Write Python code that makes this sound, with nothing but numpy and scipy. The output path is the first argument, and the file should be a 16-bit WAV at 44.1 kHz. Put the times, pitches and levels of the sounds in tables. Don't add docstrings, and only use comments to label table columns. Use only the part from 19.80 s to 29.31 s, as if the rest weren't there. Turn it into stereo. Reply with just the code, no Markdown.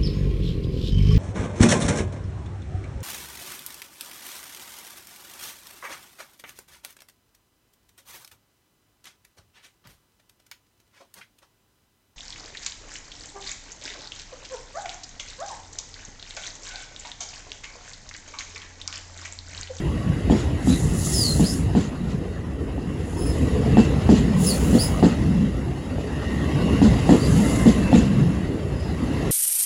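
import sys
import numpy as np
from scipy import signal
from scipy.fft import rfft, irfft, next_fast_len
from scipy.io import wavfile
from scipy.ndimage import uniform_filter1d

SR = 44100
rng = np.random.default_rng(int(sys.argv[2]) if len(sys.argv) > 2 else 0)


def wav_out(sig):
    wavfile.write(sys.argv[1], SR, np.round(np.clip(np.atleast_2d(sig).T, -1, 1) * 32767).astype(np.int16))


N = 419391
T = np.arange(N) / SR


def amp(db):
    return 10 ** (np.asarray(db) / 20)


def evened(x):
    return x / np.sqrt(np.mean(x ** 2) + 1e-20)


def read(points, hz):
    f, value = np.transpose(points)
    return np.interp(np.log(hz + 1), np.log(f + 1), value)


def add(mix, s, sound):
    part = mix[..., max(round(s * SR), 0):][..., :sound.shape[-1]]
    part += sound[..., :part.shape[-1]]


def wander(size, rate):
    knots = rng.standard_normal(4096)
    return evened(np.interp(np.arange(size) / SR * rate, np.arange(4096), knots, period=4096))


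def noise(colour, patchy_db, size=1024):
    hz = np.fft.rfftfreq(size, 1 / SR)
    shape = (N // (size // 4) + 5, len(hz))
    over_time = uniform_filter1d(rng.standard_normal(shape), size=10, axis=0)
    patches = evened(uniform_filter1d(over_time, size=5, axis=1))
    z = rng.standard_normal((2, *shape)) + 1j * rng.standard_normal((2, *shape))
    z = z * amp(colour(hz) + patchy_db * patches)
    sound = signal.istft(z.swapaxes(1, 2), nperseg=size, noverlap=size - size // 4)[1]
    return evened(sound[:, :N])


def high_pass(x, hz):
    return signal.sosfilt(signal.butter(2, hz, "highpass", fs=SR, output="sos"), x)


def ring(force, modes):
    t = np.arange(len(force)) / SR
    answer = sum(amp(db - 60 * t / t60) * np.sin(2 * np.pi * hz * t) for hz, db, t60 in modes)
    return signal.fftconvolve(force, answer)[:len(force)]


def reflections(x, t60):
    t = np.arange(SR // 2) / SR
    taps = rng.standard_normal((2, len(t))) * np.exp(-np.log(1000) * t / t60) * (t > .004)
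    return signal.oaconvolve(x[None], taps / np.linalg.norm(taps[0]), axes=1)[:, :N]


SPEED_M_PER_S = 8.2
# pass_s, rumble_db (of the coach), roar_db, growl_db, singing_db (wheels and rails),
# singing_reach_m (distance from which the singing swells)
BOGIES = [(.69, -23.5, -27.5, -35.5, -43.5, 17), (1.77, -26, -27, -40.5, -45, 6.1),
          (4.13, -23.5, -23, -29, -40, 4.74), (5.08, -24.5, -25, -33.5, -39.5, 3.9),
          (7.15, -24.5, -22.5, -29, -38.5, 4.9), (7.99, -24.5, -21.5, -30, -38.5, 6.1),
          (9.9, -23, -23, -27.5, -37, 4.25)]


def passing(axis, coming_m, going_m, steepness, between_db):
    power = amp(between_db) ** 2
    for bogie, ahead_m in zip(BOGIES, np.broadcast_to(coming_m, len(BOGIES))):
        place_m = SPEED_M_PER_S * (T - bogie[0])
        reach_m = np.where(place_m < 0, ahead_m, going_m)
        power = power + amp(bogie[axis]) ** 2 / (1 + abs(place_m / reach_m) ** steepness)
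    return np.sqrt(power)


def wheel_gain():
    singing_reach_m = [bogie[-1] for bogie in BOGIES]
    return passing(axis=4, coming_m=singing_reach_m, going_m=3.72, steepness=3.38, between_db=-49.0)


def shaded(singing):
    gain = wheel_gain()
    treble = signal.sosfiltfilt(signal.butter(3, 2300, "highpass", fs=SR, output="sos"), singing)
    open_share = gain / np.hypot(gain, amp(-43))
    return gain * (singing - treble * (1 - open_share))


# pitch_hz, width_hz, relative level_db
WHEEL_MODES = [(1130, 70, -6), (1930, 160, 0), (2070, 50, -3), (2700, 110, -2), (2880, 80, -4),
               (3800, 110, -10)]


def wheel_colour(hz):
    power = 0
    for pitch_hz, width_hz, db in WHEEL_MODES:
        power = power + amp(db) ** 2 / (1 + (2 * (hz - pitch_hz) / width_hz) ** 2) ** 2
    return 10 * np.log10(power)


# pitch_hz, relative level_db
RUMBLE = [(36, -26), (50, 6), (64, 13.5), (85, 10.5), (110, 4.5), (170, 3), (300, -77)]
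# pitch_hz, relative level_db
ROAR = [(60, -24.5), (125, -1), (180, -0.5), (250, -1.5), (320, -12), (430, -25), (750, -80)]
# pitch_hz, relative level_db
GROWL = [(170, -33), (270, 0.5), (340, -1.5), (430, -1), (550, -10.5), (750, -18.5), (1200, -56)]
# pitch_hz, relative level_db
SINGING = [(200, -30), (440, 2.5), (800, -2), (1120, -4), (1450, -7.5), (1980, -5), (2350, -9.5),
           (2750, -9), (3250, -14), (4900, -16), (5800, -17), (11000, -26.5), (13500, -42)]


def rolling():
    rumble_gain = passing(axis=1, coming_m=4.9, going_m=2.54, steepness=2.33, between_db=-38.5)
    rumble = rumble_gain * noise(lambda hz: read(RUMBLE, hz), patchy_db=1.0, size=4096)
    roar_gain = passing(axis=2, coming_m=4.47, going_m=4.65, steepness=7.6, between_db=-33.0)
    roar = roar_gain * noise(lambda hz: read(ROAR, hz), patchy_db=3.5, size=2048)
    growl_gain = passing(axis=3, coming_m=4.9, going_m=4.15, steepness=3.77, between_db=-39.0)
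    growl = growl_gain * noise(lambda hz: read(GROWL, hz), patchy_db=3.0, size=2048)
    lurch = amp(1.3 * wander(N, rate=17))
    steel = amp(5.5) * noise(lambda hz: read(SINGING, hz), patchy_db=3.0)
    wheels = noise(wheel_colour, patchy_db=2.5, size=2048)
    judder = amp(0.73 * wander(N, rate=95))
    singing = steel + amp(-3.5) * wheels
    return lurch * (rumble + roar + growl) + judder * shaded(singing)


TREAD_HISS_DB = -17
# pitch_hz, relative level_db
HISS = [(2000, -30), (3300, -16), (5600, -7), (7000, -1), (8300, 0), (10300, -5), (11700, -12),
        (13000, -24), (15000, -28), (17000, -46)]
# pitch_hz, relative level_db
FIZZ = [(5500, -14), (9600, 0), (12000, -12), (14800, -5)]
# loudest_s, hiss_db (relative), swell_s, fade_s, fizz_db (relative)
SCRAPES = [(.92, -39, 0.074, 0.22, -64), (1.35, -31, 0.18, 0.3, -39), (1.7, -36, 0.081, 0.093, -52),
           (3.45, -49.5, 0.21, 0.35, -70), (4.665, -32.5, 0.064, 0.12, -33.5),
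           (4.898, -41.5, 0.16, 0.26, -41), (5.025, -38, 0.021, 0.071, -39), (7.68, -39.5, 0.37, 0.29, -53)]


def scrape():
    hiss_power, fizz_power = (amp(TREAD_HISS_DB) * wheel_gain()) ** 2, 0
    for s, hiss_db, swell_s, fade_s, fizz_db in SCRAPES:
        pressure = np.exp(-((T - s) / np.where(T < s, swell_s, fade_s)) ** 2)
        hiss_power = hiss_power + (amp(hiss_db) * pressure) ** 2
        fizz_power = fizz_power + (amp(fizz_db) * pressure) ** 2
    hiss = noise(lambda hz: read(HISS, hz), patchy_db=1.6, size=512)
    fizz = noise(lambda hz: read(FIZZ, hz), patchy_db=2, size=512)
    rubbing = amp(5.5) * np.sqrt(hiss_power) * hiss + np.sqrt(fizz_power) * fizz
    sizzle = amp(1.2 * wander(N, rate=420))
    flutter = amp(0.36 * wander(N, rate=53))
    return flutter * sizzle * rubbing


MOAN_WAVER = .018
# start_s, length_s, pitch_hz, level_db (before the echoes)
MOANS = [(0, .5, 1130, -39), (3.86, .26, 2680, -36), (6.15, .7, 1850, -38.5), (6.3, .45, 1990, -36.5),
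         (6.4, .75, 1130, -38), (6.65, .55, 2790, -38), (7.5, .55, 2078, -30.5), (7.6, .5, 1045, -38),
         (7.9, .42, 2690, -37), (8.87, .32, 5050, -48.5)]


def moans():
    dry = np.zeros(N)
    for s, length_s, hz, db in MOANS:
        swell = signal.windows.hann(round(length_s * SR))
        pitch = hz * (1 + MOAN_WAVER * wander(len(swell), rate=250))
        add(dry, s, amp(db) * swell * np.sin(2 * np.pi * np.cumsum(pitch) / SR))
    return dry


# loudest_s, relative level_db, length_s
BOOMS = [(0.286, -16, 0.05), (1.817, -20, 0.035), (2.349, -14, 0.015), (4.622, -16, 0.17),
         (5.545, -15, 0.21), (7.58, -12.5, 0.14), (8.053, -16, 0.03), (8.404, -15.5, 0.16)]


def booms():
    swell = sum(amp(db) * np.exp(-(2 * (T - s) / length_s) ** 2) for s, db, length_s in BOOMS)
    drum_hz = 178
    pitch = drum_hz * (1 + .17 * wander(N, rate=150))
    drum = np.sin(2 * np.pi * np.cumsum(pitch) / SR) * amp(2 * wander(N, rate=45))
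    return np.array([swell * drum, np.zeros(N)])


UPPER_MODE_HZ = 245.1
# pitch_hz, relative level_db
DEEP_MODES = [(160, -7), (190, -1)]


def thud(t, upper_db, length_s):
    heave = 0
    for hz, db in DEEP_MODES + [(UPPER_MODE_HZ, upper_db)]:
        pitch = hz * (1 + 0.076 * wander(len(t), rate=104.5))
        heave = heave + amp(db) * np.sin(2 * np.pi * np.cumsum(pitch) / SR)
    body = -heave * (1 - np.exp(-t / 0.0025)) * np.exp(-(t / length_s) ** 2.04)
    return body / np.std(body[:SR // 20])


# pitch_hz, relative level_db, t60_s (time to fall 60 dB)
CHATTER_MODES = [(274, -10, 0.042), (318, -3.5, 0.047), (367, 0.5, 0.037), (447, -1, 0.017)]
# pitch_hz, relative level_db, t60_s
CLACK_MODES = [(565, 12, 0.048), (740, 20, 0.022), (872, 2.5, 0.059), (1830, 11.5, 0.023)]
# pitch_hz, relative level_db
GRIT = [(500, -47), (1000, 3.5), (2800, 1.5), (4500, -1.5), (5800, -2), (7500, 0.5), (11000, -19.5),
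        (16000, -44)]
# start_s, relative level_db
RATTLES = [(.56, -38.5), (1.99, -45), (2.27, -44.5), (4.345, -37.5), (8.17, -40)]
# start_s, thump_db, upper_db (upper mode of the thump, beside the deep ones), chatter_db, clack_db,
# bounce_s (time for which the wheel bounces)
KNOCKS = [(.499, -15, -0.5, -20, -24.5, 0.052), (.873, -14.5, 3.5, -30, -33, 0.052),
          (1.596, -15, 0.5, -25, -31, 0.059), (1.951, -15, -3.5, -24.5, -27, 0.058),
          (2.979, -36, 1, -36, -36, 0.023), (3.971, -12, 9, -18.5, -19, 0.039),
          (4.291, -12, -0.5, -19, -22.5, 0.053), (4.93, -13, 2.5, -20, -35, 0.046),
          (5.227, -12.5, -4.5, -17.5, -20, 0.061), (6.183, -28, 0, -36, -34, 0.017),
          (7.017, -11.5, 4, -22, -26, 0.056), (7.292, -10.5, 5, -15.5, -18, 0.061),
          (7.859, -10.5, 3.5, -20, -31, 0.036), (8.129, -10, 3.5, -21, -19, 0.062)]


def knocks():
    t = np.arange(SR // 3) / SR
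    thumps, clacks, rattle = np.zeros((3, N))
    swell_s = 0.028
    shake = (t / swell_s) * np.exp(1 - t / swell_s)
    for s, thump_db, upper_db, chatter_db, clack_db, bounce_s in KNOCKS:
        blow = 1. * (t == 0)
        hits = rng.standard_normal(len(t)) * (rng.random(len(t)) < 900 / SR)
        rebounds = hits * np.exp(-(t / bounce_s) ** 3)
        rebounds = rebounds / (np.linalg.norm(rebounds) + 1e-9)
        rise_s = 0.0033 * amp(0.6 * (thump_db - clack_db))
        chatter = high_pass(ring(blow + 2.0 * rebounds, CHATTER_MODES), hz=228)
        chatter = chatter * (1 - np.exp(-t / rise_s))
        chatter = chatter / np.std(chatter[:SR // 20])
        clack = high_pass(ring(blow + 0.25 * rebounds, CLACK_MODES), hz=278)
        thump = amp(thump_db) * thud(t, upper_db, bounce_s)
        add(thumps, s, thump + amp(chatter_db) * chatter)
        add(clacks, s, amp(clack_db) * clack / np.std(clack[:SR // 50]))
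        add(rattle, s, amp(thump_db - 20.5) * shake)
    for s, db in RATTLES:
        add(rattle, s, amp(db) * shake)
    direct = thumps + clacks
    rebound = np.roll(thumps, SR // 300)
    flicker = amp(1.3 * wander(N, rate=660))
    grit = rattle * flicker * noise(lambda hz: read(GRIT, hz), patchy_db=3.0, size=512)
    echoes = amp(-8.5) * reflections(direct, t60=0.19)
    return np.array([direct, amp(-1.0) * rebound]) + echoes + grit


ENDS_DB = -11.5
# start_s, length_s, first_hz, last_hz, relative level_db, peak_at (0-1 of the length),
# slide_at (0-1), slide_share (span of the slide, 0-1), jitter (share of the pitch, at the peak),
# second_db (overtone against the first tone)
SQUEALS = [(.888, 0.095, 3935, 3915, -31.5, 0.48, 0.42, 0.1, .013, -20),
           (1.322, 0.24, 5400, 4070, -21, 0.3, .41, 0.3, 0.012, -6),
           (1.632, 0.1, 4100, 5190, -26, 0.36, 0.25, 0.11, .019, -20),
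           (3.36, 0.19, 5210, 5110, -37.5, 0.44, 0.75, 0.2, 0.009, -4),
           (4.66, 0.09, 5230, 4350, -22.5, 0.17, 0.42, .13, 0.017, 2.5),
           (4.98, .095, 4350, 5080, -22.5, 0.36, 0.19, .13, 0.019, -1.5),
           (7.38, 0.115, 4580, 4790, -36, 0.5, 0.3, .2, .016, -14)]


def squeals(third_db):
    dry = np.zeros(N)
    for s, length_s, first_hz, last_hz, db, peak_at, slide_at, slide_share, jitter, second_db in SQUEALS:
        along = np.linspace(0, 1, round(length_s * SR))
        slide = (1 + np.tanh((along - slide_at) / slide_share)) / 2
        swell_db = ENDS_DB * np.interp(along, [0, np.clip(peak_at, 0, 1), 1], [1, 0, 1]) ** 2
        unrest = jitter * amp(swell_db / 2)
        glide_hz = first_hz + (last_hz - first_hz) * slide
        hz = glide_hz * (1 + unrest * wander(len(along), rate=800))
        angle = 2 * np.pi * np.cumsum(hz) / SR
        overtones = np.sin(2 * angle) + amp(third_db) * np.sin(3 * angle)
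        tone = np.sin(angle) + amp(second_db) * overtones
        gain = amp(db + swell_db + 2 * wander(len(along), rate=300))
        rasp = evened(1 + 30 * unrest * wander(len(along), rate=1000))
        add(dry, s, tone * rasp * gain * signal.windows.tukey(len(along), .15))
    return dry


def smeared(dry):
    return dry * amp([[-.6], [-6]]) + amp(-4.2) * reflections(dry, t60=.14)


# pitch_hz, likeness (0-1)
LIKENESS = [(60, .93), (300, .8), (900, .42), (1400, .15), (2100, .2), (2900, .8), (4300, .68), (5500, .42),
            (7000, .78), (8600, .92)]
# pitch_hz, lead_rad
LEAD = [(60, .1), (1100, -.3), (2250, -3.1), (3100, -6.4), (4000, -5.5), (4900, -5.7), (5800, -3.7),
        (6900, -5.4), (8500, -3.1), (10700, 0), (14500, 6.3)]
# pitch_hz, level_db
BALANCE_DB = [(300, -2), (750, -4.5), (1400, 2), (1900, 4), (2300, 1), (2700, 4.5), (3300, -1), (5000, 3),
              (6200, -4), (8000, 0)]


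def scene():
    tones = smeared(squeals(third_db=-15) + moans())
    size = next_fast_len(N + 4096)
    common, apart = rfft(rolling() + scrape() + knocks() + booms() + tones, size)
    hz = np.fft.rfftfreq(size, 1 / SR)
    likeness = np.clip(read(LIKENESS, hz), 0, 1)
    common = common * np.sqrt((1 + likeness) / 2)
    apart = apart * np.sqrt((1 - likeness) / 2)
    port = amp(read(BALANCE_DB, hz) / 2) * np.exp(.5j * read(LEAD, hz))
    left, right = (common + apart) * port, (common - apart) / port
    return irfft(np.array([left, right]), size)[:, :N]


EDGE_HZ = 15900


def record(dry):
    ceiling = .92
    rounded = dry / (1 + abs(dry / ceiling) ** 6) ** (1 / 6)
    band = signal.firwin(511, EDGE_HZ, window=("kaiser", 9), fs=SR)
    return signal.oaconvolve(rounded, band[None], "same")


dry = scene()
out = record(dry)
wav_out(out)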